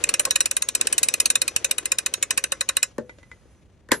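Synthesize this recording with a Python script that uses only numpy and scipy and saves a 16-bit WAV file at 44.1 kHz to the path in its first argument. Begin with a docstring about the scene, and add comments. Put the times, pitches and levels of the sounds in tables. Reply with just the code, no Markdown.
"""Sharp ratchet clicks: an old mower's wind-up starter is cranked by hand on a lawn, an arm's length
from a stereo microphone. A pawl snaps over the teeth, ringing the starter cover and spring, more slowly
as the spring tightens. The crank is let go with a thud, its hinge ticks and rubs, and the handle is
folded shut with a loud clack. A faint outdoor rumble lies behind it all."""
import sys
import numpy as np
from scipy import signal
from scipy.fft import rfft, irfft
from scipy.io import wavfile
from scipy.ndimage import uniform_filter1d

SR = 44100
rng = np.random.default_rng(int(sys.argv[2]) if len(sys.argv) > 2 else 0)


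def transcribe(signal):
    """Save signal, clipped to [-1, 1], as a 16-bit WAV file at the path in sys.argv[1]."""
    frames = np.atleast_2d(signal).T
    limited = np.clip(frames, -1, 1)
    pcm = np.round(limited * 32767).astype(np.int16)
    wavfile.write(sys.argv[1], SR, pcm)


N = 176400
T = np.arange(N) / SR
AGE = np.arange(2 ** 14) / SR  # seconds since a hit

# modes of the engine housing and of the spring: pitch_hz, gain_db, t60_s
HOUSING_MODES = [(541, -11.5, 0.063), (1069.5, -6.5, 0.035), (1294, -5.5, 0.019), (1541, -2.5, 0.03),
                 (1788, 1, 0.016), (2049, -12, 0.078)]
SPRING_MODES = [(5180, 2, 0.15), (5950, 2.5, 0.2), (6620, 1, 0.17), (7360, 0, 0.12), (10600, 6.5, 0.089)]
# dull spectrum of the rattle after a hit: frequency_hz, gain_db
RATTLE_SPECTRUM = [(8500, 4.5), (11000, -6), (12500, -25.5)]
# spectrum of dry metal contact: frequency_hz, gain_db
GRIND_SPECTRUM = [(80, -25.5), (250, -0.5), (540, 2), (780, -10), (1200, -9), (2500, -10.5), (5000, -17),
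                  (10800, -19), (12500, -58.5)]
# the crank let go, then the handle shut: start_s, thud_db, deck_ring_db, handle_db, clash_db
HEAVY_BLOWS = [(2.982, -26, -30.5, -38, -45.5), (3.888, -50, -49, -46.5, -57.5),
               (3.9177, -19, -37.5, -18.5, -18), (3.933, -39, -45, -35, -47)]
SHUT_S = HEAVY_BLOWS[2][0]


def ratchet():
    """Each tooth drops the pawl, which snaps and rings along with the cover, housing and spring."""
    # pawl drops: start_s, snap_db, cover_db, cover_high_db, housing_db
    drops = [(0.0394, -17.5, -26, -35, -36.5), (0.09, -19, -29.5, -32.5, -35.0),
             (0.1395, -19.0, -27, -33.5, -34.5), (0.195, -16.5, -28.5, -37.5, -33),
             (0.252, -20.5, -34, -35, -35.5), (0.308, -18, -32.5, -25.5, -35.5),
             (0.3575, -17, -25.5, -28, -33.0), (0.4055, -16, -31, -28.5, -34),
             (0.4576, -20, -30.5, -37.5, -41), (0.5119, -21, -34.5, -37, -38),
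             (0.5664, -18, -32.5, -34, -36.0), (0.6222, -20, -35.5, -33.5, -38.5),
             (0.6872, -21.5, -36, -34, -42), (0.7505, -18, -32.5, -33.0, -40.5),
             (0.8114, -17.5, -30.5, -32.5, -37.0), (0.8707, -19.5, -32, -37.5, -37),
             (0.9262, -18, -32, -41.5, -38.5), (0.98, -16.5, -34, -31.0, -37),
             (1.0305, -17, -28.5, -29.5, -40), (1.0856, -18.5, -29, -30.5, -41),
             (1.1394, -19.5, -28.0, -34.5, -38), (1.2008, -15, -29.5, -33, -37.5),
             (1.257, -16.5, -28.5, -31, -39.5), (1.3013, -16, -29.5, -28.5, -35),
             (1.3548, -17, -27, -24.5, -32.5), (1.417, -18.0, -30.5, -28, -36),
             (1.479, -21.5, -30.5, -34.5, -41.0), (1.5624, -18, -27.5, -37.5, -39.5),
             (1.6449, -19, -27.5, -31.5, -36), (1.7107, -18, -29.5, -30, -39.5),
             (1.7821, -22.5, -33, -32.5, -37.5), (1.856, -22.5, -35, -41.5, -39.5),
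             (1.9185, -17.5, -25, -32.5, -33.5), (1.9851, -20.0, -30.5, -34, -36.5),
             (2.0613, -20.5, -33.0, -32.5, -34.5), (2.1387, -22, -33, -31, -40),
             (2.2263, -18, -30.5, -34, -35.5), (2.3069, -20, -27, -33, -30.5), (2.3758, -18, -25, -34, -32),
             (2.4397, -21.5, -30, -35.5, -34.5), (2.5202, -21.5, -32, -29.5, -31.5),
             (2.6088, -20.5, -31, -28, -32.0), (2.689, -19.5, -30.5, -27, -31.0),
             (2.7678, -17.5, -31.0, -27, -31.5), (2.829, -16.5, -26, -31.5, -33)]
    # low and high modes of the starter cover: pitch_hz, gain_db, t60_s
    cover_modes = [(2511, 4.5, 0.021), (2640, -0.5, 0.018), (2855, -2, 0.02)]
    cover_high_modes = [(3747, 0.5, 0.024), (3910, 2.5, 0.015), (4180, -5, 0.016)]
    cover_lag_s, housing_lag_s, slide_s = 0.0006, 0.00147, 0.0093
    diffuse = 0.63
    out = np.zeros((2, N))
    for start_s, snap_db, cover_db, cover_high_db, housing_db in drops:
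        spring_db = -42 + 5 * rng.uniform(-1, 1)  # some teeth jolt the spring harder
        add(out, start_s, pawl_snap(), snap_db)
        for modes, ring_db in (cover_modes, cover_db), (cover_high_modes, cover_high_db):
            part = body(detuned(modes))
            add(out, start_s + cover_lag_s, ring(chatter(0.014, -21.5, 0.075, diffuse), part), ring_db)
            # the pawl rides up the tooth before it drops
            slide = noise(diffuse) * (AGE < slide_s) * AGE
            add(out, start_s - slide_s, ring(slide, part), ring_db - 19)
        housing = ring(chatter(0.027, -15, 0.093, 0.098), body(detuned(HOUSING_MODES)))
        add(out, start_s + housing_lag_s, housing, housing_db)
        spring = ring(noise(diffuse) * fade(0.0073), body(detuned(SPRING_MODES, spread=0.008)))
        add(out, start_s, spring, spring_db)
    return out


def pawl_snap():
    """The pawl lands and bounces once; every tooth has its own pattern of partials."""
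    # spectrum of the snap: frequency_hz, gain_db
    spectrum = [(200, -38.5), (900, -26), (2000, -19.5), (3000, -7), (3400, -18.5), (4200, -9),
                (5000, -9.5), (5650, -3), (6350, -7.5), (7100, -1.5), (8500, -1.5), (9000, -5.5),
                (10700, -2), (12700, -25), (13150, -13.5), (13900, -30.5), (16000, -41)]
    bounce_s, t60_s = np.array([0.0017, 0.031]) * rng.uniform(0.6, 1.4, size=2)
    peak_hz = 8060 * (1 + 0.03 * rng.standard_normal())
    peak_db, width_hz, ripple_step_hz = 7.5, 1630, 170
    ripple_db = 4.5 * rng.standard_normal(256)

    def tooth_db(hz):
        partials = np.interp(hz / ripple_step_hz, np.arange(len(ripple_db)), ripple_db)
        return partials + peak_db / (1 + (2 * (hz - peak_hz) / width_hz) ** 2)

    landings = fade(0.002) + undb(-1.5) * fade(0.00093, bounce_s)
    contact = noise(0.089) * np.hypot(landings, undb(3) * fade(t60_s))
    rattle = undb(-22) * colour(noise(0.17) * fade(0.1), RATTLE_SPECTRUM)
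    return colour(contact + rattle, spectrum, tooth_db) * pan(-0.5)


def pings():
    """After a few drops one partial sings on, beating against two close neighbours."""
    # lingering partials: start_s, pitch_hz, level_db
    partials = [(.195, 10730, -31.5), (.308, 6600, -35), (0.62, 6630, -30), (0.925, 2996, -36),
                (1.031, 8450, -23.5), (1.2, 10500, -34.5), (2.307, 6000, -35.5)]
    t60_s, split_hz = 0.11, 23
    out = np.zeros((2, N))
    for start_s, hz, db in partials:
        trio = [(hz, 0, t60_s), (hz + split_hz, -7, t60_s / 2), (hz - 2 * split_hz, -7, t60_s / 2)]
        add(out, start_s, pan(0) * irfft(body(trio)), db)
    return out


def blows():
    """The crank is let go and the handle slams shut: the deck booms, the handle rings, metal clashes."""
    # modes of the mower deck and of the folded handle: pitch_hz, gain_db, t60_s
    deck_modes = [(131.4, -9, 0.27), (225, 3.5, 0.16), (384, -2.5, 0.16), (444, -1, 0.089), (498, -3, 0.37),
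                  (601, -1, 0.18)]
    handle_modes = [(862, -19, 0.074), (1017, -5, 0.024), (1562, -1.5, 0.027), (1653, 0.5, 0.014),
                    (1762, 4.5, 0.015), (1965, -18, .06)]
    # spectrum of the clash: frequency_hz, gain_db
    clash_spectrum = [(300, -18.5), (1000, -5.5), (3100, -5), (5800, -5.5), (8200, -3), (11000, -5),
                      (12500, -17.5), (16000, -40)]
    deck_lag_s, ping_hz = 0.00353, 11080
    out = np.zeros((2, N))
    for start_s, thud_db, deck_ring_db, handle_db, clash_db in HEAVY_BLOWS:
        add(out, start_s + deck_lag_s, deck_thud(), thud_db)
        add(out, start_s + deck_lag_s, irfft(body(deck_modes)) * pan(4.5), deck_ring_db)
        add(out, start_s, ring(chatter(0.017, -18, 0.11, 0.064), body(handle_modes)), handle_db)
        add(out, start_s, colour(chatter(0.017, -16.5, 0.11, 0.28), clash_spectrum), clash_db)
    thin_ring = np.sin(2 * np.pi * ping_hz * AGE) * fade(0.32) * (1 - fade(0.07))
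    add(out, SHUT_S, pan(0) * thin_ring, db=-34)
    return out


def deck_thud():
    """One hard push on the deck, left of centre, with loose parts shaking after it."""
    # spectrum of the thud: frequency_hz, gain_db
    spectrum = [(30, -22.5), (130, -11.5), (250, -1.5), (480, 2.5), (600, -1), (740, -19.5), (2000, -28.5),
                (14000, -78)]
    push = (AGE == 0) + undb(-27) * chatter(0.064, -12, 0.19, 0.77)
    return colour(push, spectrum) * pan(4.5)


def crank_groans():
    """The crank binds twice and groans against the housing."""
    # groans: peak_s, pitch_hz, level_db
    groans = [(.203, 583, -36.5), (.274, 534, -33)]
    swell_s, t60_s = 0.0076, 0.062
    swell = np.exp(-(AGE / swell_s - 2) ** 2)
    out = np.zeros((2, N))
    for peak_s, hz, db in groans:
        response = body([(hz, 0, t60_s), (2 * hz, -5, t60_s / 2)]) + undb(-12.5) * body(HOUSING_MODES)
        add(out, peak_s - 2 * swell_s, ring(noise(0.2) * swell, response), db)
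    return out


def gear_grind():
    """Gears and spring grind while the crank turns, a little to the left."""
    # course of the grinding: time_s, level_db
    levels = [(0, -40), (.3, -45.5), (.68, -48.5), (.9, -41.5), (1.53, -47.5), (1.8, -45.5), (2.85, -52.5),
              (3.05, -68)]
    return friction(GRIND_SPECTRUM, levels, rough_db=3, rate_hz=130, diffuse=0.27) * pan(3.4)


def hinge():
    """The hinge ticks as the handle lifts, and scrapes just before it shuts."""
    # two clear clinks with dull ones between: start_s, ring_db, contact_db
    ticks = [(3.094, -42, -47), (3.185, -60, -52), (3.23, -53, -57.5), (3.315, -42, -51)]
    # modes of the hinge: pitch_hz, gain_db, t60_s
    modes = [(944, -8, 0.057), (1450, -6, 0.04), (2020, 4, 0.087), (2350, -7.5, 0.043),
             (3640, -11.5, 0.035), (6830, -14, 0.022)]
    knock_s, swing_s = 3.456, 3.906
    out = np.zeros((2, N))
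    for start_s, ring_db, contact_db in ticks:
        add(out, start_s, ring(chatter(0.0079, -30.5, 0.14, 0.43), body(modes)), ring_db)
        add(out, start_s, colour(chatter(0.018, -12, 0.12, 0.1), GRIND_SPECTRUM), contact_db)
    add(out, knock_s, deck_thud(), db=-55.5)  # a soft knock on the deck on the way up
    scrape = noise(0.13) * AGE * (AGE < SHUT_S - swing_s)
    add(out, swing_s, colour(ring(scrape, body(modes)), RATTLE_SPECTRUM), db=-27)
    return out


def hinge_rub():
    """The dry hinge rubs as the handle is raised, and the spring sings faintly along."""
    # course of the rubbing: time_s, level_db
    levels = [(3.05, -68.5), (3.17, -66), (3.5, -65.5), (3.799, -81.5)]
    # its spectrum: frequency_hz, gain_db
    spectrum = [(500, 0.5), (2000, 0), (4600, -9), (10900, -4.5), (12500, -39.5)]
    rub = friction(spectrum, levels, rough_db=1, rate_hz=23, diffuse=0.19)
    spring = signal.fftconvolve(rub, irfft(body(SPRING_MODES))[None])[:, :N]
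    return rub + undb(-6) * spring * rub.std() / spring.std()


def outdoor_rumble():
    """A low, steady rumble from far beyond the lawn."""
    # spectrum of the open air: frequency_hz, gain_db
    spectrum = [(18, -41), (30, -21.5), (59, -1), (82, -2.5), (206, -13.5), (548, -24), (14000, -64.5)]
    rumble = colour(noise(0.16, N), spectrum)
    return rumble / rumble.std() * undb(-54.5)


def undb(db):
    return 10 ** (np.asarray(db) / 20)


def fade(t60_s, start_s=0):
    """Exponential decay from a starting time."""
    return (AGE >= start_s) * np.exp(-np.log(1000) * np.maximum(AGE - start_s, 0) / t60_s)


def pan(db):
    """Left and right gains, the left louder by db."""
    return undb(np.array([[db], [-db]]) / 2)


def noise(diffuse, size=len(AGE)):
    """Stereo noise; the diffuse share of its power is unrelated between the sides."""
    white = rng.standard_normal((3, size))
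    return np.sqrt(1 - diffuse) * white[0] + np.sqrt(diffuse) * white[1:]


def colour(x, spectrum, extra_db=lambda hz: 0):
    """Causal filter through (frequency_hz, gain_db) points, plus an optional curve."""
    size, points = x.shape[-1], np.array(spectrum)
    hz = np.arange(size // 2 + 1) * SR / size
    gain_db = np.interp(np.log(hz + 1), np.log(points[:, 0]), points[:, 1]) + extra_db(hz)
    cepstrum = irfft(np.log(undb(gain_db)))
    cepstrum[1:size // 2] *= 2  # fold for minimum phase
    cepstrum[size // 2 + 1:] = 0
    return irfft(rfft(x) * np.exp(rfft(cepstrum)))


def body(modes):
    """Frequency response of damped modes of alternating sign."""
    return rfft(sum((-1) ** k * undb(db) * fade(t60_s) * np.sin(2 * np.pi * hz * AGE)
                    for k, (hz, db, t60_s) in enumerate(modes)))


def detuned(modes, spread=0.015):
    """Parts ring at slightly different pitches after every tooth."""
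    return [(hz * (1 + spread * rng.standard_normal()), db, t60_s) for hz, db, t60_s in modes]


def chatter(t60_s, rattle_db, rattle_t60_s, diffuse):
    """Rough metal contact, with a faint dull rattle dying away behind it."""
    contact = noise(diffuse) * fade(t60_s)
    return contact + undb(rattle_db) * colour(noise(0.21) * fade(rattle_t60_s), RATTLE_SPECTRUM)


def ring(push, response):
    """A body rung by a push."""
    return irfft(rfft(push) * response)


def add(out, start_s, hit, db):
    """Place a hit; its level is its energy spread over 20 ms."""
    i = int(start_s * SR)
    hit = hit * undb(db) / np.sqrt(np.sum(hit ** 2) / 2 / (0.02 * SR))
    out[:, i:i + hit.shape[1]] += hit[:, :N - i]


def friction(spectrum, levels, rough_db, rate_hz, diffuse):
    """Uneven rubbing that wanders around a level curve."""
    hold = int(SR / rate_hz)
    steps = np.repeat(rng.standard_normal(N // hold + 1), hold)
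    wander = 1.3 * uniform_filter1d(uniform_filter1d(steps, hold), hold)[:N]  # spread near 1
    rub = colour(noise(diffuse, N) * undb(rough_db * wander), spectrum)
    return rub / rub.std() * undb(np.interp(T, *np.array(levels).T))


def scene():
    """The mower, close by, reaches the two microphone ports out of phase; the rumble lies behind."""
    # phase between the ports: frequency_hz, left_lead_rad
    port_phase = [(0, -0.5), (4200, 0.86), (4700, -2.13), (6300, 1), (7900, 2.5), (9700, 3), (12000, 6),
                  (16000, 8.5)]
    mower = ratchet() + pings() + blows() + crank_groans() + gear_grind() + hinge() + hinge_rub()
    padded = np.pad(mower, ((0, 0), (0, N)))
    hz = np.arange(N + 1) * SR / (2 * N)
    lead_rad = np.interp(hz, *np.array(port_phase).T)
    ports = np.exp(0.5j * lead_rad * np.array([[1], [-1]]))
    return irfft(rfft(padded) * ports)[:, :N] + outdoor_rumble()


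def record(dry):
    """The microphone has a narrow treble dip; the recorder clips at full scale and cuts the top."""
    dip_hz, dip_width_hz, top_hz = 9860, 670, 16000
    heard = signal.lfilter(*signal.iirnotch(dip_hz, dip_hz / dip_width_hz, fs=SR), dry)
    lowpass = signal.ellip(8, 0.2, 70, top_hz, fs=SR, output="sos")
    return signal.sosfilt(lowpass, np.clip(heard, -1, 1))


dry = scene()
out = record(dry)
transcribe(out)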